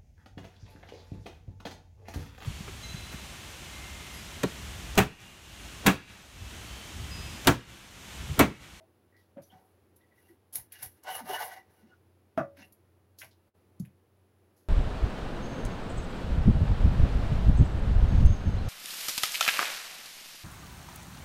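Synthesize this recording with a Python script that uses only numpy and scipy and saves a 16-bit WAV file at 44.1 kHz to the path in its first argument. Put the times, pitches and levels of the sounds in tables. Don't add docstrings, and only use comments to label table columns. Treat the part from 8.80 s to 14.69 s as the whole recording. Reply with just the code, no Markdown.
import sys
import numpy as np
from scipy import signal
from scipy.fft import rfft, irfft
from scipy.io import wavfile
from scipy.ndimage import uniform_filter1d

SR = 44100
rng = np.random.default_rng(int(sys.argv[2]) if len(sys.argv) > 2 else 0)


def transcribe(signal):
    frames = np.atleast_2d(signal).T
    limited = np.clip(frames, -1, 1)
    pcm = np.round(limited * 32767).astype(np.int16)
    wavfile.write(sys.argv[1], SR, pcm)


N = 259608
TIME = np.arange(N) / SR

# f/Hz, width/Hz, level/dB
EDGE_RING = [(10300, 61, 2), (11680, 130, 0.5)]
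# f/Hz, level/dB
FIBRE_COLOUR = [(500, -19.5), (2000, -28), (5500, -14.5), (8000, -19), (9400, -9), (10500, 0), (11700, -1),
                (12400, -4.5), (15800, -8)]


def undb(db):
    return 10 ** (np.asarray(db) / 20)


def unit(x):
    return x / np.sqrt(np.mean(x ** 2))


def convolve(x, response):
    return signal.fftconvolve(x, response)[:len(x)]


def colour(points, size=4096):
    hz, db = np.transpose(points)
    bins = np.maximum(np.arange(size // 2 + 1) * SR / size, 1)
    curve_db = np.interp(np.log(bins), np.log(hz), db)
    cepstrum = irfft(np.log(undb(curve_db)))
    cepstrum[1:size // 2] *= 2
    cepstrum[size // 2 + 1:] = 0
    response = irfft(np.exp(rfft(cepstrum)))
    return response / np.linalg.norm(response)


def resonances(peaks):
    t = TIME[:SR // 4]
    response = sum(undb(db) * width * np.exp(-np.pi * width * t) * np.sin(2 * np.pi * hz * t)
                   for hz, width, db in peaks)
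    return response / np.linalg.norm(response)


def walk(rate):
    hold = int(SR / rate)
    steps = np.repeat(rng.standard_normal(N // hold + 1), hold)[:N]
    return unit(uniform_filter1d(steps, hold))


def slips(per_s, spread_db):
    happens = rng.random(N) < per_s / SR
    polarity = np.sign(rng.standard_normal(N))
    size = undb(spread_db * np.clip(rng.standard_normal(N), -2, 2))
    return unit(happens * polarity * size)


def add(track, at, sound):
    start = int(at * SR)
    track[start:start + len(sound)] += sound[:N - start]


def kitchen(x, wet_db, t60):
    t = TIME[:SR // 2]
    onset = np.clip(t / 0.0013 - .3, 0, 1)
    tail = rng.standard_normal(len(t)) * onset * np.exp(-np.log(1000) * t / t60)
    return x + undb(wet_db) * convolve(x, tail / np.linalg.norm(tail))


def background():
    # f/Hz, relative level/dB
    air_colour = [(18, -71), (30, -33.5), (58, -22.5), (68, -14), (90, -4), (149, -20.5), (188, -11.5),
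                  (279, -15.5), (335, -10), (537, -17.5), (596, -19.5), (5120, -40.5), (7780, -45.5),
                  (10700, -45.5), (15800, -37.5)]
    # f/Hz, rms level/dB
    hum_tones = [(91.6, -70.5), (119.5, -81)]
    # t/s, gain/dB
    dip = [(4.685, 0), (4.715, -18), (4.735, -22), (4.75, 0)]
    swell = undb(.7 * walk(5))
    waver = undb(2.5 * walk(6))
    air = swell * undb(-67.5) * convolve(rng.standard_normal(N), colour(air_colour))
    hum = np.zeros(N)
    for hz, db in hum_tones:
        cycles = np.cumsum(hz + 1.3 * walk(6)) / SR
        hum += waver * undb(db) * np.sqrt(2) * np.sin(2 * np.pi * cycles)
    hiss = swell * undb(-86.5) * convolve(rng.standard_normal(N), resonances([(10830, 580, 0)]))
    return (air + hum + hiss) * undb(np.interp(TIME, *np.transpose(dip)))


def thuds():
    # t/s, f/Hz, peak level/dB, swell/s, rebound re peak/dB
    bumps = [(0.57, 247, -40, 0.0036, -16.5), (0.73, 221, -53, 0.0032, -1), (1.495, 336, -54.5, 0.013, -16),
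             (1.783, 119, -50, 0.0062, -0.5), (2.037, 119.4, -48, 0.0046, 1.5),
             (2.406, 253, -46.5, 0.019, -15), (2.493, 398, -37, 0.0095, -19),
             (3.025, 224, -54.5, 0.017, -19), (3.575, 226, -28.5, 0.0016, -17.5),
             (3.774, 255.5, -54, 0.016, -7), (4.431, 126, -57.5, 0.015, -10.5),
             (5.0, 175, -26.5, 0.0046, -6.5)]
    rebound_s, rebound_pitch = 0.022, 0.73
    out = np.zeros(N)
    t = TIME[:SR // 4]
    yielding = .25 * walk(220)
    for at, hz, db, swell, rebound_db in bumps:
        start = int(at * SR)
        bend = yielding[start:start + len(t)] * np.minimum(t / 0.051, 1)
        cycles = hz * np.cumsum(1 + bend) / SR
        bump = undb(db) * t / swell * np.exp(1 - t / swell) * np.sin(2 * np.pi * cycles)
        add(out, at, bump)
        add(out, at + rebound_s, undb(rebound_db) * np.interp(t * rebound_pitch, t, bump))
    return kitchen(out, wet_db=-7, t60=0.22)


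def squeaks():
    # centre t/s, f/Hz, level/dB, half-length/s
    catches = [(0.003, 642, -57, 0.1), (0.366, 1927, -62.5, 0.09), (0.584, 564, -43, 0.031),
               (0.644, 5960, -66, 0.021), (0.715, 3190, -58, 0.032), (0.783, 750, -59, 0.17),
               (1.227, 1953, -67.5, 0.052), (1.323, 1947, -66.5, 0.03), (1.389, 1934, -64, 0.026),
               (1.498, 1940, -65, 0.029), (2.33, 2920, -46.5, 0.13), (2.541, 2926, -41.5, 0.076),
               (2.575, 1797, -37.5, 0.047), (2.732, 1946, -50.5, 0.16), (3.128, 1450, -61.5, 0.036),
               (3.817, 6540, -60.5, 0.012), (3.836, 2734, -52.5, 0.034)]
    out = np.zeros(N)
    warped_time = np.cumsum(1 + .022 * walk(500)) / SR
    roughness = unit(1 + .5 * walk(130) + .45 * walk(700))
    for at, hz, db, half_length in catches:
        near = np.abs(TIME - at) < half_length
        swell = np.cos(np.pi / 2 * (TIME[near] - at) / half_length) ** 4
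        out[near] += undb(db) * swell * roughness[near] * np.sin(2 * np.pi * hz * warped_time[near])
    return kitchen(out, wet_db=-6.5, t60=0.13)


def knocks():
    # t/s, relative level/dB, contact/s
    hits = [(0.57, -16, 0.00033), (2.487, -23, 0.00022), (3.577, 2.5, 0.00005)]
    # f/Hz, relative level/dB, t60/s
    board_modes = [(138, -7.5, 0.19), (257.4, -17, 0.15), (326.8, -13.5, 0.29), (561, -10, 0.44),
                   (621, -18.5, 0.41), (675.4, -7.5, 0.2), (764, -0.5, 0.082), (1150, -1.5, 0.14),
                   (1197, -3, 0.16), (1370, -19, 0.15), (1465, -3.5, 0.13), (1730, -12, 0.14),
                   (1970, -23, 0.23), (2460, -10.5, 0.064), (2570, -15, 0.1), (2570, -20, 0.11)]
    # f/Hz, level/dB
    crack_colour = [(59, -51), (100, -11.5), (343, -12), (424, -28.5), (634, -1), (872, -20.5), (1390, -16),
                    (2000, -29), (2580, -35), (3400, -50), (5650, -36.5), (7770, -46.5), (13800, -36),
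                    (16000, -52)]
    force = np.zeros(N)
    t = TIME[:SR // 2]
    for at, db, contact in hits:
        push = t * np.exp(-t / contact)
        add(force, at, undb(db) * push / push.sum())
    ring = sum(undb(db) * np.exp(-np.log(1000) * t / t60) * np.sin(2 * np.pi * (hz * t + rng.random()))
               for hz, db, t60 in board_modes)
    ring *= 1 - np.exp(-t / 0.019)
    crack = kitchen(convolve(force, colour(crack_colour)), wet_db=4.5, t60=0.18)
    return undb(-3) * crack + undb(-26.5) * convolve(force, ring)


def snaps():
    # t/s, crackle level/dB, smack level/dB, smack f/Hz, decay/s, strain/s
    wet_snaps = [(0.364, -73, -74, 4340, 0.052, 0.003), (0.571, -84, -64, 1980, 0.025, 0.001),
                 (0.619, -62.5, -71, 5170, 0.045, 0.0034), (1.161, -55, -87, 5500, 0.0077, 0.0036),
                 (1.214, -74, -63.5, 3600, 0.004, 0.002), (1.756, -17.5, -44, 2980, 0.002, 0.02),
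                 (1.921, -38, -50.5, 2670, 0.0074, 0.0016), (2.025, -29, -52.5, 2600, 0.015, 0.0065),
                 (2.233, -48, -56, 6650, 0.0064, 0.0026), (3.574, -55.5, -46, 2750, 0.01, 0.003),
                 (3.769, -60, -52, 2100, 0.0056, 0.0011), (3.923, -46.5, -88, 5500, 0.0036, 0.002),
                 (4.386, -47, -52, 5370, 0.031, 0.0043), (4.416, -57.5, -37.5, 2200, 0.0095, 0.0062),
                 (4.429, -90, -56, 837, 0.017, 0.0022), (4.509, -93.5, -66.5, 4430, 0.02, 0.006),
                 (4.997, -40.5, -43.5, 6260, 0.0032, 0.00086), (5.048, -64, -62.5, 2360, 0.012, 0.001),
                 (5.763, -70.5, -77.5, 5450, 0.064, 0.003)]
    crackle_gain, smack = np.zeros(N), np.zeros(N)
    lead_s = .03
    t = TIME[:SR // 4] - lead_s
    after = np.maximum(t, 0)
    for at, crackle_db, smack_db, hz, decay, strain_s in wet_snaps:
        creak = undb(-18) * np.exp(-np.abs(t) / strain_s)
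        parting = np.exp(-after / decay) * (1 - np.exp(-after / 0.0013))
        envelope = np.hypot(creak, parting)
        pocket = signal.butter(2, [hz / 1.38, hz * 1.244], "band", fs=SR, output="sos")
        squelch = unit(signal.sosfilt(pocket, rng.standard_normal(len(t))))
        add(crackle_gain, at - lead_s, undb(crackle_db) * envelope)
        add(smack, at - lead_s, undb(smack_db) * envelope * squelch)
    clumps = unit(undb(3 * walk(450)))
    bursts = crackle_gain * clumps * slips(9000, spread_db=5.2)
    crackle = convolve(bursts, colour(FIBRE_COLOUR))
    edge = undb(-12.5) * convolve(bursts, resonances(EDGE_RING))
    return kitchen(crackle + edge + smack * clumps, wet_db=-4.5, t60=0.16)


def effort(start, attack, length, release_db_per_s=334.5):
    t = TIME - start
    return np.clip(t / attack, 0, 1) ** 2 * undb(-release_db_per_s * np.maximum(t - length, 0))


def travelling(friction, peaks, shift_db=4, shifts_per_s=23):
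    ring = np.zeros(N)
    for hz, width, db in peaks:
        gain = undb(db + shift_db * np.clip(walk(shifts_per_s), -1.5, 1.5))
        ring += gain * np.sqrt(width) * convolve(friction, resonances([(hz, width, 0)]))
    return unit(ring)


def cutting():
    # t/s, length/s, board level/dB, blade level/dB
    strokes = [(0.673, 0.11, -66.5, -73), (1.318, 0.2, -78, -76), (1.705, 0.091, -60.5, -63),
               (1.889, 0.11, -73, -59.5), (1.976, 0.067, -58, -53.5), (2.103, 0.073, -77.5, -73.5),
               (2.219, 0.18, -41, -49.5), (2.438, 0.19, -39, -46.5), (2.651, 0.12, -53, -58),
               (2.845, 0.3, -75.5, -77), (3.74, 0.081, -64, -57.5)]
    # t/s, swell/s, length/s, level/dB
    tears = [(0.602, 0.024, 0.32, -80.5), (1.288, 0.11, 0.23, -73), (1.925, 0.11, 0.11, -51.5),
             (2.1, 0.02, 0.063, -68), (2.247, 0.11, 0.12, -40), (2.444, 0.044, 0.21, -46.5),
             (2.662, 0.076, 0.088, -58.5), (2.868, 0.042, 0.14, -76), (3.764, 0.021, 0.11, -71)]
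    # f/Hz, width/Hz, level/dB
    board_peaks = [(696, 19, -10), (756.7, 22, 5.5), (877, 13, -14), (1207, 18, -7.5), (1485, 31, -11)]
    # f/Hz, width/Hz, level/dB
    blade_peaks = [(1837, 21, -11), (1928, 25, 0), (2760, 43, -8.5), (2880, 41, -9)]
    # f/Hz, level/dB
    wood_colour = [(150, -44.5), (450, -5), (800, 8.5), (1400, -8), (2500, -23), (6000, -38)]
    # f/Hz, level/dB
    steel_colour = [(900, -22.5), (1800, 11), (3100, -13), (3600, -1.5), (6500, -6), (8000, -40),
                    (16000, -30.5)]
    board_gain, blade_gain = sum(np.outer(undb(levels), effort(at, attack=0.056, length=length))
                                 for at, length, *levels in strokes)
    skin_gain = sum(undb(db) * effort(at, swell, length) for at, swell, length, db in tears)
    grip = undb(walk(110) + 1.36 * walk(40.06))
    releases = slips(3500, spread_db=4.4) * grip
    friction = unit(np.diff(releases, prepend=0))
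    board_ring = travelling(friction, board_peaks)
    rasp = convolve(slips(3000, spread_db=8.1) * grip, colour(wood_colour))
    board = unit(board_ring + undb(-2.5) * rasp)
    blade_ring = travelling(friction, blade_peaks)
    scrape = convolve(slips(3000, spread_db=4.4) * grip, colour(steel_colour))
    blade = unit(blade_ring + undb(3) * scrape)
    fibres = slips(2200, spread_db=4) * grip
    plucks = slips(400, spread_db=3.7) * grip
    skin = unit(convolve(fibres, colour(FIBRE_COLOUR)) + undb(-8) * travelling(plucks, EDGE_RING))
    return kitchen(board * board_gain + blade * blade_gain + skin * skin_gain, wet_db=-6.5, t60=0.055)


def scene():
    return (cutting() + squeaks() + snaps() + knocks() + thuds() + background())[None]


def record(dry):
    low_cut = signal.butter(2, 55, "high", fs=SR, output="sos")
    high_cut = signal.ellip(10, .2, 80, 15900, fs=SR, output="sos")
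    return signal.sosfilt(high_cut, signal.sosfilt(low_cut, dry))


dry = scene()
out = record(dry)
transcribe(out)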